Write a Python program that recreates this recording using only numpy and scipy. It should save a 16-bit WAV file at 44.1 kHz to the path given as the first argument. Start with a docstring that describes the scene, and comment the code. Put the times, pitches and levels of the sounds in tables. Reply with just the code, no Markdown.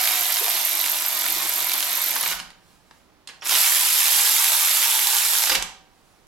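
"""A cordless ratchet runs two bolts into an engine block in a small workshop, slowing as each seats.
In every stroke the pawl snaps twice and the yoke knocks, while the gear teeth rattle and whine.
The pawl snaps extra hard on some strokes of the first bolt; the thread binds now and then on both.
The socket clanks as it seats and is lifted off; the block rings and shudders on its stand.
Gloves and sleeves rustle over quiet air, and the room answers."""
import sys
import numpy as np
from scipy import signal
from scipy.fft import rfft, irfft, next_fast_len
from scipy.io import wavfile
from scipy.ndimage import uniform_filter1d

SR = 44100
rng = np.random.default_rng(int(sys.argv[2]) if len(sys.argv) > 2 else 0)


def store_pcm(level_fs):
    """Save levels as 16-bit WAV."""
    pcm = np.round(np.clip(level_fs, -1, 1) * 32767).astype(np.int16)
    wavfile.write(sys.argv[1], SR, np.atleast_2d(pcm).T)


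N = 276504
T = np.arange(N) / SR
HZ = np.maximum(np.arange(N // 2 + 1) * SR / N, 1)

# Low modes of the block on its stand. Each row: frequency in Hz, width in Hz, gain in dB.
STAND_MODES = [(176.4, 20, -3.5), (338.8, 34, 2.5), (428, 55, -5.5)]


def undb(db):
    """Decibels to gain."""
    return 10 ** (np.asarray(db) / 20)


def unit(x):
    """Scale to rms 1."""
    return x / np.sqrt(np.mean(x ** 2))


def noise():
    """White noise."""
    return rng.standard_normal(N)


def walk(rate_hz):
    """Smooth random motion, spread near 1."""
    hold = int(SR / rate_hz)
    steps = np.repeat(rng.standard_normal(N // hold + 1), hold)[:N]
    return 1.3 * uniform_filter1d(steps, hold)


def fade(start_s, decay_s):
    """Sudden onset, exponential decay."""
    return (T >= start_s) * np.exp(-np.abs(T - start_s) / decay_s)


def bump(centre_s, half_s):
    """Gaussian envelope."""
    return np.exp(-((T - centre_s) / half_s) ** 2)


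def curve(points):
    """Interpolate (Hz, value) points over log frequency."""
    hz, values = np.transpose(points)
    return np.interp(np.log(HZ), np.log(hz), values)


def spectrum(points):
    """Gain curve from (Hz, dB) points."""
    return undb(curve(points))


def resonances(modes):
    """Gain curve from (Hz, width Hz, dB) peaks."""
    return sum(undb(db) / (1 + (2 * (HZ - hz) / width_hz) ** 2) for hz, width_hz, db in modes)


def colour(x, gain):
    """Minimum-phase filter, gain scaled to rms 1: rings after a blow, never before."""
    cepstrum = irfft(np.log(unit(gain) + 1e-6), N)
    cepstrum[1:N // 2] *= 2
    cepstrum[N // 2 + 1:] = 0
    response = irfft(np.exp(rfft(cepstrum)), N)[:SR // 10]
    return signal.fftconvolve(x, response)[:N]


def steady(x):
    """Even out the level over 0.1 s."""
    power = uniform_filter1d(x ** 2, SR // 10)
    return x / np.sqrt(power + power.max() / 100)


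def close_pair(pair):
    """Two close microphones hear diffuse sound partly alike."""
    # Each row: frequency in Hz, coherence 0-1.
    coherence = [(50, 0.65), (300, 0.92), (1000, 0.79), (2500, 0.25), (5000, 0.23), (8000, 0), (12000, 0.6)]
    alike = np.clip(curve(coherence), 0, 1)
    mid, side = rfft(pair) * np.sqrt([(1 + alike) / 2, (1 - alike) / 2])
    return irfft([mid + side, mid - side], N)


def aim(pair, balance):
    """Stereo phase and balance; balance points are (Hz, left minus right dB)."""
    # Each row: frequency in Hz, lead of the left channel in radians.
    phase_lead = [(0, 0), (260, -1.16), (600, -1), (2930, -0.58), (6290, -0.14), (7670, 0.94), (9650, 1),
                  (11500, 0.26), (16600, 0.094)]
    gain = np.sqrt(spectrum(balance)) * np.exp(.5j * curve(phase_lead))
    return irfft(rfft(pair) * [gain, 1 / gain], N)


def echo(near_db, room_db, near_s=0.0066, build_s=0.0027, t60_low_s=0.49, t60_high_s=0.24):
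    """Quick reflections off the engine, then a room tail that dies sooner in the treble."""
    t = T[:SR // 2]
    near = unit(rng.standard_normal(len(t)) * np.exp(-t / near_s))
    hz, frame_s, bins = signal.stft(rng.standard_normal(len(t)), SR)
    t60_s = np.interp(hz, [700, 13000], [t60_low_s, t60_high_s])
    tail = signal.istft(bins * np.exp(-np.log(1000) * frame_s / t60_s[:, None]), SR)[1][:len(t)]
    tail = unit(tail * (1 - np.exp(-t / build_s)))
    return (undb(near_db) * near + undb(room_db) * tail) / np.sqrt(len(t))


def workshop(x, near_db, room_db, shake_hz=30, paths=6):
    """Direct sound plus echoes; the shaking tool shifts its sound among the paths."""
    shares = np.array([walk(shake_hz) for _ in range(paths)])
    shares /= np.linalg.norm(shares, axis=0)
    lead = SR // 4  # the tool is already running at 0 s, so pre-fill the room
    parts = np.pad(x * shares, ((0, 0), (lead, 0)), "reflect")
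    size = next_fast_len(N + SR)
    responses = np.array([[echo(near_db, room_db) for _ in range(paths)] for _ in range(2)])
    echoes = irfft((rfft(parts, size) * rfft(responses, size)).sum(axis=1), size)[:, lead:lead + N]
    return (x + close_pair(echoes)) / np.sqrt(1 + undb(near_db) ** 2 + undb(room_db) ** 2)


def shop_air(db=-59):
    """Quiet, diffuse room noise."""
    # Each row: frequency in Hz, gain in dB.
    air_colour = [(15, -25.5), (25, -7), (103, -11), (167, -9), (278, -9), (383, -10.5), (450, -12),
                  (749, -12.5), (1210, -14.5), (1420, -17), (5140, -25.5), (6540, -29), (15000, -36)]
    return undb(db) * close_pair([colour(noise(), spectrum(air_colour)) for _ in range(2)])


def rustle():
    """Gloves and sleeves rub as the tool is moved."""
    # Each row: centre in seconds, half length in seconds, level in dB.
    moves = [(2.697, 0.1, -60.5), (2.945, 0.1, -63.5), (6.083, 0.23, -65.5)]
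    cloth = colour(noise(), spectrum([(300, -12.5), (1500, -2.5), (10000, -6.0), (15000, -17)]))
    envelope = sum(undb(db) * bump(centre_s, half_s) for centre_s, half_s, db in moves)
    return workshop(cloth * envelope, -2, -2, paths=1)


def blip(centre_s=.42, half_s=.01, low_hz=390, high_hz=520, db=-29):
    """A short, hollow, rising blip."""
    hz = np.interp(T, [centre_s - half_s / 2, centre_s + half_s], [low_hz, high_hz])
    tone = np.sin(2 * np.pi * np.cumsum(hz) / SR)
    return workshop(undb(db) * bump(centre_s, half_s) * tone, -20, -6.5, shake_hz=3, paths=1)


def trigger_squeal(start_s=3.412, decay_s=0.034, hz=5600, db=-42.0):
    """The motor drive sings briefly as the trigger is squeezed."""
    return undb(db) * fade(start_s, decay_s) * np.sin(2 * np.pi * hz * T)


def block_thuds():
    """The heavy block shudders on its stand as torque is taken up and let go."""
    # Each row: start in seconds, level in dB, decay in seconds, relative stand ring in dB.
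    jolts = [(1.28, -56.5, 0.32, -12), (2.19, -61, 0.2, 14), (2.329, -52.5, 0.048, 1),
             (2.41, -54.5, 0.062, -0.5), (5.50, -46, 0.069, -8), (5.553, -43.5, 0.06, -3),
             (5.625, -52, .06, 2)]
    # Each row: frequency in Hz, gain in dB.
    thud_colour = [(20, -5), (47, 3.5), (80, -11), (130, -13.5), (178, -5), (250, -10.5), (330, -16),
                   (600, -38.5)]
    push = sum(undb(db) * fade(start_s, decay_s) for start_s, db, decay_s, _ in jolts)
    ring = sum(undb(db + ring_db) * fade(start_s, decay_s) for start_s, db, decay_s, ring_db in jolts)
    thud = colour(push * noise(), spectrum(thud_colour))
    return thud + undb(-6.5) * colour(ring * noise(), resonances(STAND_MODES[:1]))


def socket_ring(start_s=5.496, decay_s=0.014, hz=5000, width_hz=400, db=-16):
    """The socket rings as the second bolt comes up tight."""
    ring = unit(colour(noise(), resonances([(hz, width_hz, 0)])))
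    return workshop(undb(db) * fade(start_s, decay_s) * ring, 0, -4.5, paths=1)


def socket_clanks(ref_scrape_s=0.0033, relative_width=0.08):
    """The socket strikes bolt and block; a longer scrape rings the block harder."""
    # Each row: start in seconds, blow count, gap in seconds, level in dB, tilt in dB per octave,
    # scrape decay in seconds, ring pitch in Hz, ring gain in dB.
    contacts = [(0.863, 1, 0, -30.5, -4.5, .012, 2300, -12), (2.161, 1, 0, -18, -1.5, 0.0051, 1500, -5.5),
                (2.235, 2, .025, -17.5, -1, 0.0052, 2780, -8.5),
                (2.314, 2, .008, -19.5, -1.9, .005, 1460, 1.5), (2.352, 1, 0, -24, 17, .001, 1520, -2),
                (2.392, 1, 0, -29, 0.5, 0.0065, 2400, -8), (2.4, 1, 0, -20.5, 1, 0.002, 2400, -11),
                (2.504, 1, 0, -38, 2, 0.00206, 2400, -10), (2.91, 1, 0, -37, -4.5, .003, 868, 7),
                (3.274, 1, 0, -27, 3.5, 0.0035, 4200, 7.5), (3.287, 1, 0, -34.5, -1.5, .016, 1700, -8.5),
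                (3.421, 1, 0, -34, -2, 0.049, 1800, -1.5), (3.459, 3, .0055, -16, 1, .0007, 3870, -6),
                (3.4937, 2, .0175, -11.5, 2, .002, 7600, -3), (3.523, 2, .015, -13, 0, 0.002, 3630, -5.5),
                (3.551, 1, 0, -12, 2, .007, 2750, -6), (3.567, 1, 0, -13, 1.5, .0015, 3620, -1),
                (5.439, 2, .034, -11.5, -2, .001, 3700, -5.5), (5.496, 1, 0, -14.5, -.5, .008, 1520, 7.5),
                (5.519, 1, 0, -15, -0.5, .008, 1550, 3), (5.51, 1, 0, -24, -4.5, .03, 539, 9.5),
                (5.548, 2, .0035, -16, 0.5, 0.007, 2250, -6.5), (5.622, 1, 0, -24.5, -2, .008, 2400, -1),
                (5.625, 1, 0, -10.5, 5, 0.0008, 3180, -8)]
    # Each row: frequency in Hz, gain in dB.
    clank_colour = [(100, -29), (180, -21), (260, -20.5), (340, -9), (600, -6.5), (850, 2), (1500, 1),
                    (2500, 2.5), (3700, 2), (5100, -1), (7000, -4.5), (12000, -14), (15000, -38.5)]
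    # Each row: frequency in Hz, relative level in dB, T60 in seconds.
    block_modes = [(279.5, -47, 0.64), (339, -37.5, 0.34), (763, -26.5, 0.92), (950, -35.5, 1),
                   (1238, -37.5, .75), (1590, -30, 0.66), (2410, -34, 0.5)]
    clanks, ring, push = 0, 0, np.zeros(N)
    body = spectrum(clank_colour)
    for first_s, count, gap_s, db, tilt_db, scrape_s, ring_hz, ring_db in contacts:
        starts_s = first_s + gap_s * np.arange(round(count))
        scrape = sum(fade(start_s, scrape_s) for start_s in starts_s) * noise()
        tilt = undb(tilt_db * np.log2(np.maximum(HZ, 500) / 2000))
        peak = 1 + resonances([(ring_hz, relative_width * ring_hz, ring_db)])
        clanks += undb(db) * colour(scrape, body * tilt * peak)
        push[(starts_s * SR).astype(int)] += undb(db) * np.sqrt(scrape_s / ref_scrape_s)
    for hz, db, t60_s in block_modes:
        energy = signal.lfilter([1], [1, -np.exp(-2 * np.log(1000) / (t60_s * SR))], push ** 2)
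        ring += undb(db) * np.sin(2 * np.pi * hz * T) * np.sqrt(energy)
    return workshop(clanks, -4.5, -4, paths=3) + undb(-9.5) * ring


def motor(timing, strokes_hz, spin_up_s=.03, fade_out_s=0.009):
    """Spins up, then slows with effort: 0 free, 1 loaded, 2 seated. One crank turn per stroke."""
    trigger_s, bite_s, load_s, seat_s, stop_s, first_turn = timing
    loading = 1 - np.clip(1 - (T - bite_s) / load_s, 0, 1) ** 2
    effort = loading + np.clip((T - seat_s) / (stop_s - seat_s), 0, 1)
    spin = 1 - np.exp(-np.maximum(T - trigger_s, 0) / spin_up_s)
    turns = first_turn + np.cumsum(spin * np.interp(effort, [0, 1, 2], strokes_hz)) / SR
    running = spin ** 4 * np.exp(-np.maximum(T - stop_s, 0) / fade_out_s)
    return turns, effort, running


def stroke_times(first_s, count, turns):
    """Times in seconds of successive strokes."""
    return np.interp(np.interp(first_s, T, turns) + np.arange(round(count)), turns, T)


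def blows(turns, phase, scatter_db, slop_turns):
    """One impulse per turn at the given phase, uneven in size and timing."""
    marks = np.arange(np.ceil(turns[0] - phase), turns[-1] - phase) + phase
    jitter, size = rng.standard_normal((len(marks), 2)).T
    samples = np.interp(marks + slop_turns * jitter, turns, np.arange(N)).astype(int)
    return np.bincount(samples, undb(scatter_db * np.clip(size, -2, 2)), N)


def chatter(hits, decay_s):
    """Each impulse becomes a noise burst: steel chattering on steel."""
    return signal.lfilter([1], [1, -np.exp(-1 / (decay_s * SR))], hits) * noise()


def thread_binds(turns, body, decay_s=0.0014):
    """The yoke strikes hard where the thread binds."""
    # Each row: start in seconds, stroke count, level in dB.
    binds = [(.038, 4, -14), (.074, 1, -14), (.369, 2, -13.5), (0.443, 4, -13.5), (0.841, 3, -13.5),
             (1.2215, 1, -24), (1.2631, 3, -14.5), (1.696, 3, -13), (1.805, 2, -12), (2.092, 2, -17.5),
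             (4.082, 1, -12.5), (4.365, 1, -10.5), (4.444, 1, -9), (4.828, 1, -12), (4.993, 1, -10.5),
             (5.071, 1, -7.5), (5.184, 1, -12)]
    tilt = spectrum([(250, -17.5), (500, -11), (1000, -6.5), (2500, 0.5), (7000, -3.0), (12000, -2.5)])
    push = sum(undb(db) * fade(start_s, decay_s)
               for first_s, count, db in binds for start_s in stroke_times(first_s, count, turns))
    return workshop(colour(push * noise(), body * tilt), -7.5, -8.0, paths=1)


def hard_pawl_ticks(turns, gain_db=-4, half_s=0.00067, spread_hz=450, rebound_s=.003, rebound_db=-4):
    """The pawl snaps extra hard on some strokes: loud, bright ticks, each with a quick rebound."""
    # Each row: start in seconds, tick count, level in dB, pitch in Hz.
    hard_snaps = [(.015, 3, -19, 12400), (.12, 3, -11, 12300), (.21, 1, -10, 12400), (.322, 5, -16, 12400),
                  (.497, 2, -9, 12400), (.651, 1, -6, 12500), (.732, 5, -9.5, 12500),
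                  (.898, 2, -7.5, 12650), (1.063, 2, -6.5, 12550), (1.13, 9, -12, 12750),
                  (1.324, 1, -5, 12600), (1.494, 1, -8, 12500), (1.537, 7, -9.5, 12600),
                  (1.736, 1, -8, 12600), (1.78, 1, -9.5, 12500), (1.93, 3, -8, 12500),
                  (2.018, 5, -8, 12650), (2.157, 1, -10, 12700), (2.211, 1, -6.5, 10900),
                  (2.251, 1, -13, 13000), (2.276, 1, -10, 12600)]
    ticks = 0
    wobble = 2 * np.pi * np.cumsum(spread_hz * walk(2500)) / SR
    for first_s, count, db, hz in hard_snaps:
        envelope = sum(bump(at_s, half_s) + undb(rebound_db) * bump(at_s + rebound_s, half_s)
                       for at_s in stroke_times(first_s, count, turns))
        ticks += undb(db + gain_db) * envelope * np.sin(2 * np.pi * hz * T + wobble)
    return workshop(ticks, -12, -15.0, paths=1)


def block_strain(turns, db, tug_db=2.5):
    """Every stroke tugs at the block and rings its stand."""
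    tugs = blows(turns, 0, 5.8, 0.016)
    return unit(colour(tugs, resonances(STAND_MODES))) * undb(db + tug_db * walk(9))


def gear_tones(turns, mesh_cycles, whine_db, hum_db):
    """Gears whine at the tooth rate; the drive hums at two crank harmonics."""
    waver = .22 * walk(40)
    whine = np.sin(2 * np.pi * mesh_cycles + waver) * undb(whine_db + 0.75 * walk(25))
    hum = sum(undb(hum_db + 5.0 * walk(10)) * np.sin(2 * np.pi * order * turns + waver)
              for order in (6, 7))
    return whine + hum


def yoke_knocks(turns, lag_turns, scatter_db):
    """The yoke knocks five times per stroke."""
    # Each row: phase in turns, relative level in dB, decay in seconds.
    knocks = [(0.95, -3.5, 0.00093), (.13, -8.5, 0.00076), (.38, 1, 0.0013), (.48, -1.5, 0.0011),
              (.75, 1, 0.00069)]
    return steady(sum(undb(db) * chatter(blows(turns, phase + lag_turns, scatter_db, .018), decay_s)
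                      for phase, db, decay_s in knocks))


def pawl_snaps(turns, level_db, modes, swell, slop_turns, swell_db=1.0, peak_limit=6):
    """Two snaps per stroke, their loudest peaks softly rounded; harder once per socket turn."""
    # Each row: phase in turns, relative level in dB, decay in seconds.
    snaps = [(.98, 0, .0005), (.13, -.5, .0005)]
    bursts = sum(undb(db) * chatter(blows(turns, phase, 1.7, slop_turns), decay_s)
                 for phase, db, decay_s in snaps)
    ring = steady(colour(bursts, resonances(modes)))
    period_strokes, hardest_stroke = swell
    bite_db = swell_db * np.cos(2 * np.pi * (turns - hardest_stroke) / period_strokes)
    return peak_limit * np.tanh(ring / peak_limit) * undb(level_db + bite_db)


def ratchet(motion, levels, body, pawl_modes, swell, *, teeth_db, grind_db, scatter_db,
            slop_turns, lag_turns, near_db, room_db, teeth_per_turn=13.2):
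    """One bolt: the crank drives yoke, gears and pawl; effort sets their levels."""
    turns, effort, running = motion
    clatter_db, pawl_db, strain_db, whine_db, hum_db = (
        np.interp(effort, [0, 1, 2], column) for column in np.transpose(levels))
    mesh_cycles = turns * teeth_per_turn
    knocks = yoke_knocks(turns, lag_turns, scatter_db)
    rattle = steady(chatter(blows(mesh_cycles, 0, 4.1, .07), 0.00018))
    clatter = colour(knocks + undb(teeth_db) * rattle + undb(grind_db) * noise(), body)
    midrange = signal.sosfilt(signal.butter(2, [600, 9000], "band", fs=SR, output="sos"), clatter)
    clatter *= undb(clatter_db + 0.35 * walk(12)) / np.std(midrange[running > .5])
    tones = gear_tones(turns, mesh_cycles, whine_db, hum_db)
    strain = block_strain(turns, strain_db)
    pawl = pawl_snaps(turns, pawl_db, pawl_modes, swell, slop_turns)
    pawl = workshop(pawl * running, -15, -10)
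    return workshop(clatter * running, near_db, room_db) + pawl + (tones + strain) * running


def scene():
    """Bolt a, then bolt b, with handling and room air."""
    # Trigger, bite, load-up time, seat and stop in seconds, then starting crank phase in turns.
    timing_a = (-1, 0, 1.656, 2.021, 2.325, .266)
    timing_b = (3.42, 4.731, .593, 5.4, 5.555, .263)
    # Stroke rate when free, loaded, seated.
    strokes_a_hz = (57.306, 45.795, 37.67)
    strokes_b_hz = (77.848, 59.284, 39.43)
    # Rows: free, loaded, seated. Each row: clatter, pawl, strain, whine and hum levels in dB.
    levels_a = [(-25, -27, -64, -35.5, -60.5), (-27.5, -29.5, -54, -53, -64),
                (-29, -36, -63.5, -57.5, -67.5)]
    levels_b = [(-21.5, -25, -64.5, -50, -66), (-22.5, -28.5, -65, -45.5, -55), (-27, -39, -58, -48, -50)]
    # Response of tool and block. Each row: frequency in Hz, gain in dB.
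    colour_a = [(100, -49.5), (250, -33.5), (540, -20.5), (700, -9.5), (1000, -10.5), (1400, -10.5),
                (2250, -8.5), (2800, -9.5), (3600, -8), (6000, -9.5), (9500, -9.5), (13000, -5),
                (14000, -13.5), (16000, -17.5)]
    colour_b = [(100, -46), (250, -49), (400, -24), (620, -18), (870, -7.5), (1400, -9.5), (2100, -6.5),
                (3600, -5), (6300, -6), (7700, -6), (8800, -5), (12900, -1.5), (14100, -11), (16000, -14)]
    # Socket and pawl modes. Each row: frequency in Hz, width in Hz, gain in dB.
    socket_a = [(700, 60, -11.5), (985, 55, -3), (2155, 70, -5), (2315, 60, -4.5), (2830, 100, -10.5),
                (3688, 14, -1), (3670, 790, -14), (7670, 360, -11.5)]
    socket_b = [(890, 90, -19), (2300, 88, -21), (3600, 450, -10.5), (7650, 400, -3)]
    pawl_a = [(10800, 950, -7), (12670, 1200, -5), (12500, 210, -2)]
    pawl_b = [(10790, 440, 2.5), (12400, 1200, -9.5), (12880, 200, 4)]
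    # Strokes per socket turn, then the stroke where the pawl bites hardest.
    swell_a = (20.2, 0)
    swell_b = (15, 11.8)
    # Radiation of the tool. Each row: frequency in Hz, left minus right in dB.
    balance_a = [(200, -9), (700, -2.5), (2000, -3), (4000, -4.5), (6500, -6.5), (8500, -4), (10000, 1.5),
                 (11000, 4), (12400, -6.5), (15000, -3.5)]
    balance_b = [(200, -4), (700, -2.5), (2000, -3.5), (4000, -5), (6000, -7), (8000, -6.5), (10000, 2.5),
                 (10800, 2), (12400, -4), (15000, -3.5)]
    balance_rest = [(30, -13.0), (125, -10.5), (400, -4.0), (1500, -0.5), (5000, -6.0), (12000, -4.5)]

    motion_a, motion_b = motor(timing_a, strokes_a_hz), motor(timing_b, strokes_b_hz)
    body_a = spectrum(colour_a) * (1 + resonances(socket_a))
    body_b = spectrum(colour_b) * (1 + resonances(socket_b))
    bolt_a = ratchet(motion_a, levels_a, body_a, pawl_a, swell_a, teeth_db=2, grind_db=-6.5,
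                     scatter_db=1.0, slop_turns=0.0083, lag_turns=0, near_db=-4.0, room_db=-0.5)
    bolt_b = ratchet(motion_b, levels_b, body_b, pawl_b, swell_b, teeth_db=-1, grind_db=-5,
                     scatter_db=3.0, slop_turns=.025, lag_turns=.04, near_db=-4.5, room_db=-2.0)
    rest = socket_clanks() + socket_ring() + block_thuds() + blip() + trigger_squeal()
    rest = rest + shop_air() + rustle()
    # crank turns through both runs
    turns = np.cumsum(np.where(T < timing_b[0], np.gradient(motion_a[0]), np.gradient(motion_b[0])))
    accents = hard_pawl_ticks(turns) + thread_binds(turns, body_a)
    return aim(bolt_a + accents, balance_a) + aim(bolt_b, balance_b) + aim(rest, balance_rest)


def record(dry, ceiling=0.94, top_hz=15900):
    """Round the highest peaks and cut the top."""
    lowpass = signal.ellip(10, .2, 80, top_hz, fs=SR, output="sos")
    return signal.sosfilt(lowpass, ceiling * np.tanh(dry / ceiling))


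dry = scene()
out = record(dry)
store_pcm(out)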